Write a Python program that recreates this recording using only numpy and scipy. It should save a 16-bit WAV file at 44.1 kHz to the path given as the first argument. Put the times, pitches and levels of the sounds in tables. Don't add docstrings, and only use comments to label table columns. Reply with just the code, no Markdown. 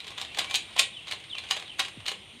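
import sys
import numpy as np
from scipy import signal
from scipy.fft import rfft, irfft
from scipy.io import wavfile
from scipy.ndimage import uniform_filter1d

SR = 44100
rng = np.random.default_rng(int(sys.argv[2]) if len(sys.argv) > 2 else 0)


def dump(signal):
    limited = np.clip(np.atleast_2d(signal).T, -1, 1)
    pcm = np.round(limited * 32767).astype(np.int16)
    wavfile.write(sys.argv[1], SR, pcm)


def amplitude_ratio(level_db):
    exponent = np.asarray(level_db, float) / 20
    return 10 ** exponent


N = 105840
HZ = np.fft.rfftfreq(2048, 1 / SR)

# f/Hz, relative level per Hz/dB
CRACK = [(88, -69), (150, -20.5), (545, -12.5), (960, -5.5), (1100, -3), (1310, -16), (2180, -4),
         (3700, 3.5), (5360, -11.5), (8900, -16.5), (12700, -36), (14800, -32), (16000, -46)]


def evened(x):
    return x / np.sqrt(np.mean(x ** 2) + 1e-20)


def read(points, hz):
    f, value = np.transpose(points)
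    return np.interp(np.log(hz + 1), np.log(f + 1), value)


def curve(points):
    s, db = np.transpose(points)
    return amplitude_ratio(np.interp(np.arange(N) / SR, s, db))


def add(mix, s, sound):
    part = mix[round(s * SR):][:len(sound)]
    part += sound[:len(part)]


def causal(db):
    log = np.log(amplitude_ratio(np.maximum(db, -100)))
    full = np.concatenate([log, log[-2:0:-1]])
    return np.fft.ifft(np.exp(np.conj(signal.hilbert(full)))).real[:len(db)]


def floor():
    # f/Hz, relative level per Hz/dB
    colour = [(15, -49), (25, -25), (63, 2), (97, -4), (277, -12), (354, -9.5), (575, -14.5), (677, -13),
              (1260, -16), (1650, -18.5), (2000, -10), (3160, -3.5), (3820, -9.5), (4870, -26), (7710, -28),
              (9070, -19), (9840, -31.5), (14800, -47), (16000, -64)]
    # t/s, gain/dB
    outdoor = [(0, 0.5), (.5, 3.5), (1.0, 0), (1.5, .5), (1.9, 0.5), (2.15, 0), (2.4, -1)]
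    floor_db, patchy_db, patch_low_hz = -49, 1.3, 375
    hz = np.fft.rfftfreq(1024, 1 / SR)
    a, b, patches = rng.standard_normal((N // 256 + 5, 513, 3)).T
    patches = uniform_filter1d(patches, size=16, axis=0)
    patches = evened(uniform_filter1d(patches, size=12, axis=1))
    patches = patches / (1 + (patch_low_hz / (hz[:, None] + 1)) ** 2)
    spectrum = (a + 1j * b) * amplitude_ratio(read(colour, hz)[:, None] + patchy_db * patches)
    wash = signal.istft(spectrum, nperseg=1024, noverlap=768)[1][:N]
    return curve(outdoor) * amplitude_ratio(floor_db) * evened(wash)


def insect():
    # t/s, rms level/dB
    swells = [(0, -78), (.15, -73), (.3, -76), (.6, -68), (.75, -64), (.95, -64), (1.15, -80), (1.27, -64),
              (1.36, -66), (1.45, -64.5), (1.6, -65), (1.7, -67), (1.8, -67), (1.95, -64.5), (2.1, -70),
              (2.17, -75), (2.27, -66), (2.4, -66)]
    centre_hz, width_hz = 8860, 360
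    hz = np.fft.rfftfreq(N, 1 / SR)
    band = irfft(rfft(rng.standard_normal(N)) / (1 + (2 * (hz - centre_hz) / width_hz) ** 2), N)
    return curve(swells) * evened(band)


def scrape():
    # t/s, level before the lift of scrape_db/dB
    sliding = [(0.0, -75), (0.28, -64), (0.41, -55), (0.56, -58), (0.73, -60.5), (0.88, -62), (1.18, -69),
               (1.49, -58), (1.86, -77), (1.99, -75), (2.28, -92), (2.4, -62)]
    scrape_db, slips_per_s, slip_spread_db, slip_t60_s = 4.5, 830, 0.5, 0.014
    strength = amplitude_ratio(slip_spread_db * np.minimum(rng.exponential(1, N), 5))
    slips = strength * (rng.random(N) < slips_per_s / SR)
    decay = amplitude_ratio(-60 * np.arange(1000) / SR / slip_t60_s)
    grains = signal.fftconvolve(slips, decay)[:N] * rng.standard_normal(N)
    rub = signal.fftconvolve(grains, causal(read(CRACK, HZ)))[:N]
    return amplitude_ratio(scrape_db) * curve(sliding) * evened(rub)


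def clicks():
    # t/s, relative peak level/dB, bass share/dB, treble share/dB, rattle t60/s
    snaps = [(0.0034, -23, -35, -25, 0.02), (0.0444, -30.5, -14, -20, 0.049),
             (0.0685, -32, -6.5, -13, 0.029), (0.0778, -26.5, -21, -20, 0.065),
             (0.105, -34.5, -6, -8.5, 0.074), (0.1194, -32, -13.5, -28, 0.025),
             (0.179, -24.5, -17.5, -17, 0.037), (0.1834, -21.5, -19, -21.5, 0.046),
             (0.1977, -31.5, -12.5, -15, 0.06), (0.2146, -20.5, -20.5, -13, 0.026),
             (0.2261, -29, -17, -27, 0.03), (0.2481, -25, -16.5, -22, 0.03), (0.3222, -38, -17, -31, 0.025),
             (0.3473, -26, -20, -20, 0.024), (0.3722, -25.5, -6, -13, 0.03), (0.387, -15, -15, -10, 0.055),
             (0.3917, -13.5, -20, -22.5, 0.017), (0.4042, -18.5, -20.5, -39, 0.034),
             (0.4145, -21.5, -11, -26, 0.02), (0.4447, -23.5, -14, -19, 0.03),
             (0.4992, -30, -15, -12, 0.021), (0.5103, -19.5, -15, -16.5, 0.035),
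             (0.5426, -16, -13.5, -6.5, 0.023), (0.5475, -9.5, -34.5, -20.5, 0.053),
             (0.5553, -13.5, -38, -10, 0.03), (0.7646, -25, -5.5, -12.5, 0.029),
             (0.7787, -15.5, -25, -32, 0.031), (0.7939, -4.5, -23, -9.5, 0.023),
             (0.8024, -10.5, -20, -24, 0.01), (0.8167, -38, -38, -14, 0.028),
             (1.0715, -29, -15, -20, 0.049), (1.0815, -26, -17.5, -20, 0.08),
             (1.1125, -21.5, -18, -15, 0.025), (1.1224, -15.5, -34, -25.5, 0.022),
             (1.1333, -32.5, 0, -8, 0.03), (1.2017, -35.5, -36, -18, 0.043),
             (1.2396, -30.5, -33, -31, 0.043), (1.3516, -28, -14, -23, 0.03),
             (1.3837, -19, -24.5, -22, 0.031), (1.3983, -37, -20, -24, 0.018),
             (1.4375, -30, -13, -23, 0.079), (1.4688, -34, -21, -28, 0.03),
             (1.4892, -29.5, -16, -20, 0.044), (1.5038, -37, -9, -3, 0.074), (1.51, -9, -20, -15, 0.032),
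             (1.5163, -17.5, -30, -32, 0.09), (1.5494, -25, -26, -32, 0.024),
             (1.5656, -24, -10, -12.5, 0.041), (1.5744, -24, -16, -28, 0.018),
             (1.5971, -31.5, -12, -11, 0.033), (1.6248, -28.5, -11, -21.5, 0.022),
             (1.6794, -27.5, -38, -38, 0.021), (1.7344, -42.5, -16, -20, 0.025),
             (1.7862, -34, -16, -17, 0.072), (1.7943, -13.5, -14, -13.5, 0.031),
             (1.8018, -15.5, -12.5, -10.5, 0.02), (1.8065, -16.5, -21, -29, 0.045),
             (1.8488, -23, -21, -19.5, 0.057), (1.8825, -30.5, -12.5, -12, 0.036),
             (2.0033, -33.5, -15, -25, 0.042), (2.0571, -29, -11, -17, 0.068),
             (2.0636, -19.5, -28, -18, 0.025), (2.0772, -22.5, -17, -17, 0.035),
             (2.0826, -16, -19, -16.5, 0.046), (2.0939, -24, -26, -12, 0.019),
             (2.1156, -27, -8, -10.5, 0.03)]
    # f/Hz, relative level/dB
    cube = [(835, 0.5), (1150, -32), (1970, -15.5), (2250, -5), (2620, 5.5), (3050, 14), (3350, 13),
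            (3730, 5), (4320, -35), (6500, 6), (7600, -9), (8700, -38)]
    click_db, body_low_hz = -8.5, 356
    usual_bass_db, bass_hz, usual_treble_db, treble_hz = -19, 1390, -16, 5000
    ring_cycles, ring_spread_db, ring_db = 24, 3, -2
    crack_rise_s, swell_s, swell_db, lumps_db = .0009, .005, -16, 2.5
    out, t = np.zeros(N + SR), np.arange(4000) / SR
    hz, db = np.transpose(cube)[:, :, None]
    after = np.maximum(t - .02, 0)
    front = 1 - np.exp(-after / crack_rise_s)
    faint_swell = amplitude_ratio(swell_db) * np.exp(-abs(t - .02) / swell_s)
    low_cut = -20 * np.log10(1 + (body_low_hz / (HZ + 1)) ** 2)
    crack_filter = causal(read(CRACK, HZ))
    for s, peak_db, bass_db, treble_db, t60 in snaps:
        noise, lumps = rng.standard_normal((2, len(t)))
        lumps = amplitude_ratio(lumps_db * evened(uniform_filter1d(lumps, size=40)))
        hit = noise * (front * amplitude_ratio(-60 * after / t60) + faint_swell) * lumps

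        gain, detune = rng.standard_normal((2, len(cube), 1))
        decay = amplitude_ratio(db + ring_spread_db * gain - 60 * t * hz / ring_cycles)
        modes = (decay * np.sin(2 * np.pi * hz * (1 + 0.018 * detune) * t)).sum(0)

        crack = signal.fftconvolve(hit, crack_filter)[:len(t)]
        ring = signal.fftconvolve(hit, modes)[:len(t)]
        both = evened(crack) + amplitude_ratio(ring_db) * evened(ring)
        both = both / np.sqrt(uniform_filter1d(both ** 2, size=130).max())

        bass = (bass_db - usual_bass_db) / (1 + (HZ / bass_hz) ** 4)
        treble = (treble_db - usual_treble_db) / (1 + (treble_hz / (HZ + 1)) ** 4)
        snap = signal.fftconvolve(both, causal(bass + treble + low_cut))[:len(t)]
        add(out, s, amplitude_ratio(peak_db + click_db) * snap)
    return out[round(.021 * SR):][:N]


def room(x):
    # f/Hz, t60/s
    decay = [(300, 0.51), (800, 0.15), (2100, 0.27), (3500, 0.23), (5500, 0.16), (9000, 0.25),
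             (12000, 0.11), (15000, 0.091)]
    out = np.zeros(N)
    turn = 2 * np.pi * 7.3 * np.arange(N) / SR
    for k in range(3):
        taps = np.zeros(SR // 2)
        at = np.arange(200, SR // 2 - 20, 12)
        taps[at + rng.integers(0, 12, len(at))] = rng.choice([-1., 1.], len(at))
        hz, t, z = signal.stft(taps, SR, nperseg=128)
        z = z * amplitude_ratio(-60 * t / read(decay, hz)[:, None])
        tail = signal.istft(z, SR, nperseg=128)[1]
        feed = np.sqrt(2 / 3) * np.cos(turn + k * 2 * np.pi / 3)
        out += signal.fftconvolve(x * feed, tail / np.linalg.norm(tail))[:N]
    return out


def glide(length, level_db, start_hz, end_hz, bend, peak):
    beak_hz, beak_width_hz, beak_db = 3030, 150, 8
    u = np.arange(0, length, 1 / SR) / length
    hz = start_hz + (end_hz - start_hz) * u ** bend
    lift_db = beak_db / (1 + (2 * (hz - beak_hz) / beak_width_hz) ** 2)
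    swell = np.sin(np.pi * u ** peak) ** 0.21
    return amplitude_ratio(level_db + lift_db) * swell * np.sin(2 * np.pi * np.cumsum(hz) / SR)


def birds():
    # t/s, length/s, level before throat lift and echo/dB, top f/Hz, end f/Hz
    chirps = [(0.925, 0.086, -46.5, 3970, 2430), (1.296, 0.079, -41, 3900, 2322),
              (1.652, .095, -48, 3937, 2407)]
    # t/s, length/s, level before throat lift and echo/dB, start f/Hz, end f/Hz
    whistles = [(0.282, 0.042, -49, 2640, 2740), (0.428, 0.1188, -43.5, 2220, 2426),
                (0.587, 0.124, -57, 2420, 2294), (2.148, .07, -68, 5050, 5000)]
    wall_echo_s, wall_echo = .00292, .8
    out = np.zeros(N)
    for s, *note in chirps:
        add(out, s, glide(*note, bend=.8, peak=.8))
    for s, *note in whistles:
        add(out, s, glide(*note, bend=1.11, peak=1.3))
    return out + wall_echo * np.roll(out, round(wall_echo_s * SR))


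def thump():
    start_s, level_db, t60_s = 1.972, -38.5, 0.21
    top_hz, end_hz, sag_s = 378, 94.5, 0.0062
    out, t = np.zeros(N), np.arange(4000) / SR
    hz = end_hz + (top_hz - end_hz) * np.exp(-t / sag_s)
    add(out, start_s, -amplitude_ratio(level_db - 60 * t / t60_s) * np.sin(2 * np.pi * np.cumsum(hz) / SR))
    return out


def low_swells():
    # t/s, length/s, level/dB, start f/Hz, end f/Hz
    swells = [(2.12, 0.1, -57, 189, 203), (2.33, 0.052, -53, 227, 246)]
    out = np.zeros(N)
    for s, *note in swells:
        add(out, s, glide(*note, bend=1.4, peak=0.88))
    return out


def scene():
    room_db, bird_room_db = -6.5, -5
    cube, song = clicks() + scrape(), birds()
    echo = room(amplitude_ratio(room_db) * cube + amplitude_ratio(bird_room_db) * song)
    background = floor() + insect() + thump() + low_swells()
    return (cube + song + echo + background)[None]


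def band_limit(x):
    return signal.sosfilt(signal.butter(12, 16450, fs=SR, output="sos"), x)


def record(dry):
    low_hz, top_hz = 54, 15400
    bass_cut = signal.butter(3, low_hz, "high", fs=SR, output="sos")
    top_cut = signal.butter(12, top_hz, fs=SR, output="sos")
    heard = signal.sosfilt(np.vstack([bass_cut, top_cut]), dry)
    return band_limit(heard)


dry = scene()
out = record(dry)
dump(out)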